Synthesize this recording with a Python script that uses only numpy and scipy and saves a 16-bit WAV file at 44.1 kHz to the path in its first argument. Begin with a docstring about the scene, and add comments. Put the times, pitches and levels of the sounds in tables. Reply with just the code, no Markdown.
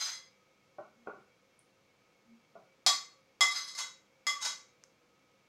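"""Spoon, plate and salad bowl

A steel spoon pushes pieces of chicken off a china plate into a salad bowl in a hard-walled kitchen.
Clinks are a noisy clack plus ringing plate modes; knocks through food excite only low bowl modes.
Scrapes and grazes are trains of jolts that rasp and ring plate, spoon and rim; sharp ticks dot the scene.
A noise tail rings after every touch; coloured noise, faint appliance lines and low swells lie behind.
"""
import sys
import numpy as np
from scipy import signal
from scipy.fft import rfft, irfft
from scipy.io import wavfile

SR = 44100
rng = np.random.default_rng(int(sys.argv[2]) if len(sys.argv) > 2 else 0)


def waveform_to_disk(signal):
    """Save audio, clipped to [-1, 1], as 16-bit WAV at the path in sys.argv[1]."""
    frames = np.transpose(np.atleast_2d(signal))
    scaled = np.clip(frames, -1, 1) * 32767
    samples = np.round(scaled).astype(np.int16)
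    wavfile.write(sys.argv[1], SR, samples)


N = 241844
SIZE = 2 ** 15  # samples allowed for one contact and its ring
T = np.arange(SIZE) / SR
FREQS = np.arange(SIZE + 1) * SR / (2 * SIZE)

# Hard contacts on the plate, spoon blows and light touches of plate and bowl:
# start_s, ring_db, clack_db (both before the layer trims),
# face_db (face modes against edge modes), node_hz (pitch of the quiet modes), tilt_db_per_octave
CLINKS = [(.13, -21, -43, -5, 1120, -1), (2.8637, 3, 6.5, 1.5, 2160, -1.96),
          (3.4080, 8, 2.5, -6, 4450, -1.6), (3.7505, -19.5, -21, 0.5, 3260, 0),
          (3.787, -12.5, -11, -3.5, 5070, -1.2), (4.2678, -0.5, -3.5, -5.5, 4190, -2.5),
          (4.451, -16.5, -4, -4, 3870, -2.7)]
# Plate modes, one list per column: pitch_hz; relative level_db; ring time t60_s
PLATE_HZ = [1139, 1163, 2052, 2079, 3262, 3354, 3797, 3870, 4150, 4285, 4335, 4655, 4898, 5120, 5190, 5335,
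            5878, 6155, 6287, 6858, 7160, 7222, 7695, 8130, 8920, 9445, 9760, 9930, 11070, 11950]
PLATE_DB = [-7.5, -7, 0.5, -8.5, -10.5, -2, -5, -6.5, -11, -5.5, 0, -8.5, -1.5, -2, -4, -1.5, -26.5, -7.5,
            -13.5, -17.5, -9, -17, -10.5, -23.5, -29.5, -21, -13, -29.5, -28, -29]
PLATE_T60 = [0.22, 0.061, 0.1, 0.11, 0.089, .15, .13, 0.13, 0.045, 0.11, 0.091, 0.059, 0.046, .08, .05,
             0.041, 0.078, 0.1, .17, .11, 0.089, 0.15, 0.11, .1, .07, 0.059, .1, 0.13, 0.093, 0.046]
PLATE = list(zip(PLATE_HZ, PLATE_DB, PLATE_T60))
# Bending series of the plate's edge: pitch_hz; the other plate modes belong to its face
EDGE_HZ = [1150, 2060, 3310, 5150, 7200, 9450, 11950]
# Colour of the clack: pitch_hz, relative level_db
CLACK_COLOUR = [(40, -30), (200, -32.5), (330, -17.5), (480, -10.5), (620, 2.5), (850, -1.5), (1200, -5.5),
                (1800, -3.5), (2700, -4), (4500, 5), (7200, 6), (8500, -8.5), (12000, -12.5), (15500, -30)]

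# Spoon pressing through food onto the bowl: start_s, level_db (before the layer trims)
KNOCKS = [(0.7837, -16.5), (1.063, -33), (1.0715, -14.5), (1.085, -21), (2.553, -23)]
# Modes of the filled bowl, damped by food: pitch_hz, relative level_db, t60_s
BOWL = [(222, -14, .15), (312, -11, .08), (425, -10, .07), (635, 0, .06), (714, -6, .04), (791, -6, .06),
        (1000, -9, .05), (1141, -8, .07), (1270, -9, .05), (1441, -8, .2), (1531, -14, .15)]
# Colour of the cushioned thud: pitch_hz, relative level_db
THUD_COLOUR = [(25, -51.5), (60, -24), (160, -9.5), (400, -4), (640, 11), (1000, -8), (1500, -4.5),
               (1750, -22.5), (2600, -25), (3300, -45.5), (8000, -67.5)]

# Scrapes of the spoon on the plate, and short grazes that ring the bowl's rim:
# peak_s (hardest push), rise_s, fall_s,
# rasp_db, plate_db, spoon_db, rim_db (levels of the four layers, each scaled by the push)
SCRAPES = [(.02, 0.3, 0.036, -38.5, -58, -32.5, -70), (.061, 0.011, 0.098, -40.5, -72, -40, -73),
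           (3.512, .02, 0.027, -52, -34.5, -44.5, -57), (3.555, .04, 0.081, -39.5, -40, -35, -67),
           (3.68, 0.024, 0.034, -52.5, -43, -43, -49), (3.789, .021, 0.0076, -35, -40.5, -64.5, -31.5),
           (4.429, .03, 0.013, -39, -43, -46, -32), (4.453, 0.013, 0.013, -39, -32.5, -55, -32.5)]
# Modes of the squealing spoon: pitch_hz, relative level_db, t60_s
SPOON = [(3330, -14, .12), (3885, -11, .1), (4032, -6, .12), (4190, -4, .07), (4855, -7, .1),
         (4958, 0, .14), (5173, -9, .08), (6045, -6, .1), (6135, -6, .1), (6247, -3, .12), (6385, -4, .09),
         (8250, -16, .15), (10900, -23, .05), (11700, -21, .05)]
# Modes of the bowl's bare rim: pitch_hz, relative level_db, t60_s
RIM = [(1052, -9, .1), (1310, -12, .1), (1500, -10, .15), (3010, -9, .1), (3826, -5, .15), (3871, -4, .2),
       (4574, -7, .15), (5316, -4, .12), (5480, -4, .08), (6020, -6, .12), (6260, -1, .1), (6415, 0, .12),
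       (6520, -2, .12), (6850, -6, .12), (7520, -7, .08), (8280, -14, .08), (8980, -13, .12),
       (9930, -17, .15)]
# Colour of the rasp: pitch_hz, relative level_db
RASP_COLOUR = [(40, -24), (200, -13.5), (330, -17.5), (450, -14.5), (650, -3.5), (1100, 6.5), (1600, 7.5),
               (2700, 1), (4000, 7), (5400, 5.5), (5750, 2.5), (6450, 8), (8600, -6), (15500, -21)]

# Small sharp ticks: start_s, level_db, pitch_hz, width_hz (of one resonance stage), room_db
TICKS = [(0.28, -54, 4900, 800, 0), (1.5922, -36.5, 9340, 2200, -5), (4.8384, -29.5, 6000, 3100, -10.5),
         (4.838, -38, 1400, 1800, -24.5)]
# Kitchen decay: pitch_hz, t60_s
ROOM_T60 = [(150, 0.57), (600, 0.26), (1500, 0.39), (3500, 0.34), (6500, 0.34), (10000, 0.26),
            (16000, 0.32)]
# Colour of the room air: pitch_hz, relative level_db
AIR_COLOUR = [(25, -17), (60, -14), (140, -1), (200, -5), (300, -2.5), (520, -6.5), (700, -7.5),
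              (1300, -10), (1900, -13), (2300, -10), (3000, -15), (6300, -17.5), (8700, -29), (15500, -33)]
# Appliance lines: pitch_hz, level_db
WHINE = [(200, -84), (487, -81), (534, -78.5), (1265, -83), (2190, -81.5), (2287, -83.5), (2385, -90),
         (2690, -89.5), (3257, -91)]
# Soft low tones: peak_s, level_db, pitch_hz, half_s (time from the peak down to 1/e)
SWELLS = [(1.015, -67.5, 234, 0.051), (2.332, -58.5, 230.5, 0.052)]

NODE_DEPTH_DB, NODE_OCTAVES = 12, 0.18  # gap in the colour of a blow around its node pitch
CLACK_FOLLOWS = 0.52  # share of the blow's colour that the clack takes on
TILT_PIVOT_HZ, TILT_FROM_HZ = 3460, 600  # tilt is zero at the pivot and flat below the second pitch
PUSH_SWING_DB = 24  # a push grows by this much over its rise and sinks by as much over its fall
PUSH_ROUNDNESS = 1.38  # 1 gives a pointed peak of force, 2 a rounded one
AIR_DB = -71
CUTOFF_HZ = 15800


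def clinks(ring_trim_db=-1.5, clack_trim_db=0.0):
    """Hard contacts on china: a broad clack and the plate's modes, both coloured by the place of the blow."""
    out = np.zeros(N)
    for start_s, ring_db, clack_db, face_db, node_hz, tilt_db in CLINKS:
        clack_room = kitchen(wet_db=6.5)
        modes = []
        for hz, level_db, t60_s in PLATE:
            struck_db = level_db + face_db * on_face(hz) + blow_colour(hz, node_hz, tilt_db)
            modes.append((hz, struck_db, t60_s))
        colour = [(hz, level_db + CLACK_FOLLOWS * blow_colour(hz, node_hz, tilt_db))
                  for hz, level_db in CLACK_COLOUR]

        single_blow = 1.0 * (T == 0)
        ring = body(single_blow, modes, kitchen(wet_db=3.0))
        add(out, start_s, from_db(ring_db + ring_trim_db) * ring)

        chatter = impact(chatter_db=0.5, chatter_s=0.0042)
        clack = through(through(chatter, pulse(colour)), clack_room)
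        add(out, start_s, from_db(clack_db + clack_trim_db) * clack)
    return out


def on_face(hz):
    """Whether a plate mode lies more than 2.5 percent away from every edge mode."""
    return np.min(np.abs(hz / np.array(EDGE_HZ) - 1)) > .025


def blow_colour(hz, node_hz, tilt_db):
    """Level in dB that a blow gives a pitch: a treble tilt, with a gap for modes that have a node there."""
    tilt = tilt_db * np.log2(max(hz, TILT_FROM_HZ) / TILT_PIVOT_HZ)
    octaves_from_node = np.log2(hz / node_hz)
    return tilt - NODE_DEPTH_DB * np.exp(-(octaves_from_node / NODE_OCTAVES) ** 2)


def knocks(thud_trim_db=5.0, ring_trim_db=-5.0):
    """Food cushions the blow, so a dull thud sounds and only the bowl's low modes answer."""
    out = np.zeros(N)
    for start_s, level_db in KNOCKS:
        room = kitchen(wet_db=2.5)
        force = impact(chatter_db=15.0, chatter_s=0.0058)
        thud = through(through(force, pulse(THUD_COLOUR)), room)
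        ring = body(force, BOWL, room)
        knock = from_db(thud_trim_db) * thud + from_db(ring_trim_db) * ring
        add(out, start_s, from_db(level_db) * knock)
    return out


def scrapes(slips_per_s=1500, uneven_db=1.5):
    """Surfaces stick and slip under each push or graze; every slip rasps and rings plate, spoon and rim."""
    out = np.zeros(N)
    for peak_s, rise_s, fall_s, rasp_db, plate_db, spoon_db, rim_db in SCRAPES:
        start_s = max(0, peak_s - 2 * rise_s)
        # slips fall at random, at slips_per_s on average, with random sign and slightly uneven size
        sizes = from_db(uneven_db * np.clip(rng.standard_normal(SIZE), -2, 2))
        sizes = sizes * rng.choice([-1, 1], SIZE)
        slip_happens = rng.random(SIZE) < slips_per_s / SR
        slips = np.sqrt(SIZE) * unit(sizes * slip_happens)
        force = slips * push(start_s + T - peak_s, rise_s, fall_s)

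        room = kitchen(wet_db=3.5)
        rasp = through(through(force, pulse(RASP_COLOUR)), room)
        add(out, start_s, from_db(rasp_db) * rasp)
        for level_db, modes in [(plate_db, PLATE), (spoon_db, SPOON), (rim_db, RIM)]:
            ring = np.linalg.norm(force) * unit(body(force, modes, room))
            add(out, start_s, from_db(level_db) * ring)
    return out


def push(t, rise_s, fall_s):
    """Force of the sliding contact: it builds up to time zero, then eases off."""
    distance = np.maximum(-t / rise_s, t / fall_s)
    return from_db(-PUSH_SWING_DB * distance ** PUSH_ROUNDNESS)


def ticks():
    """Tiny clicks, each the impulse of three equal damped resonances in a row, heard in the room."""
    out = np.zeros(N)
    for start_s, level_db, pitch_hz, width_hz, room_db in TICKS:
        click = unit(irfft(resonance(pitch_hz, width_hz) ** 3)[:SIZE])
        add(out, start_s, from_db(level_db) * through(click, kitchen(room_db)))
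    return out


def impact(chatter_db, chatter_s):
    """A first touch together with a quickly dying noisy chatter."""
    chatter = unit(rng.standard_normal(SIZE) * np.exp(-T / chatter_s))
    return unit((T == 0) + from_db(chatter_db) * chatter)


def body(force, modes, room, radiation_width=1.0):
    """A force sets each mode ringing into the room; a mode radiates best near its own pitch."""
    drive = rfft(force, 2 * SIZE) * rfft(room, 2 * SIZE)
    total = 0
    for k, (hz, level_db, t60_s) in enumerate(modes):
        ringing = resonance(hz, np.log(1000) / (np.pi * t60_s))
        radiation = resonance(hz, radiation_width * hz)
        mode = drive * ringing * radiation
        sign = (-1) ** k  # neighbouring modes take opposite polarity
        total = total + mode * (sign * from_db(level_db) / np.linalg.norm(mode))
    return irfft(total)[:SIZE] * np.sqrt(SIZE) * np.linalg.norm(force)


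def resonance(hz, width_hz):
    """Frequency response of one damped mode."""
    return 1j * FREQS * width_hz / (hz ** 2 - FREQS ** 2 + 1j * FREQS * width_hz)


def pulse(colour):
    """A minimum-phase click: the most compact causal sound with this spectrum."""
    cepstrum = irfft(np.log(from_db(at_hz(colour, FREQS))))[:SIZE]
    causal = 2 * cepstrum * (T > 0)
    return unit(irfft(np.exp(rfft(causal, 2 * SIZE)))[:SIZE])


def kitchen(wet_db, gap_s=0.0027):
    """Direct sound plus a dense tail that builds up quickly and dies at its own rate in each band."""
    white = rfft(rng.standard_normal(2 * SIZE))
    centres = [hz for hz, t60_s in ROOM_T60]
    tail = 0
    for weights, (hz, t60_s) in zip(np.eye(len(centres)), ROOM_T60):
        band = irfft(white * at_hz(list(zip(centres, weights)), FREQS))[:SIZE]
        tail = tail + band * from_db(-60 * T / t60_s)
    build_up = 1 - np.exp(-T / gap_s)
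    return unit((T == 0) + from_db(wet_db) * unit(tail * build_up))


def through(x, response):
    """Pass a contact through a response, keeping its energy."""
    filtered = irfft(rfft(x, 2 * SIZE) * rfft(response, 2 * SIZE))[:SIZE]
    return unit(filtered) * np.sqrt(np.sum(x ** 2))


def from_db(db):
    """Decibels to gain."""
    return 10 ** (np.asarray(db) / 20)


def unit(x):
    """Scale to an energy of one."""
    return x / np.sqrt(np.sum(x ** 2) + 1e-20)


def at_hz(points, hz):
    """Read a table on a log-frequency axis."""
    pitch_hz, value = np.transpose(points)
    return np.interp(np.log(hz + 1e-9), np.log(pitch_hz), value)


def add(out, start_s, sound):
    """Mix a sound in from its start time."""
    start = max(0, round(start_s * SR))
    out[start:start + len(sound)] += sound[:N - start]


def background(line_width_hz=10.0):
    """Room air as coloured noise, an appliance's wavering lines as narrow noise, and low sine swells."""
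    t = np.arange(N) / SR
    out = from_db(AIR_DB) * noise(lambda f: at_hz(AIR_COLOUR, f))
    for hz, level_db in WHINE:
        line = noise(lambda f: -20 * np.log10(1 + ((f - hz) / line_width_hz) ** 2))
        out = out + from_db(level_db) * line
    for peak_s, level_db, hz, half_s in SWELLS:
        swell = np.exp(-((t - peak_s) / half_s) ** 2)
        tone = np.sqrt(2) * np.sin(2 * np.pi * hz * t)
        out = out + from_db(level_db) * swell * tone
    return out


def noise(shape_db):
    """Steady noise of rms one, coloured by a function of frequency."""
    gain = from_db(shape_db(np.fft.rfftfreq(N, 1 / SR)))
    return np.sqrt(N) * unit(irfft(rfft(rng.standard_normal(N)) * gain, N))


def scene():
    """All layers summed into one channel."""
    return (clinks() + knocks() + scrapes() + ticks() + background())[None]


def record(dry):
    """Cut the top steeply with an elliptic low-pass."""
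    low_pass = signal.ellip(10, .2, 80, CUTOFF_HZ, fs=SR, output="sos")  # order, ripple dB, stop dB
    return signal.sosfilt(low_pass, dry)


dry = scene()
out = record(dry)
waveform_to_disk(out)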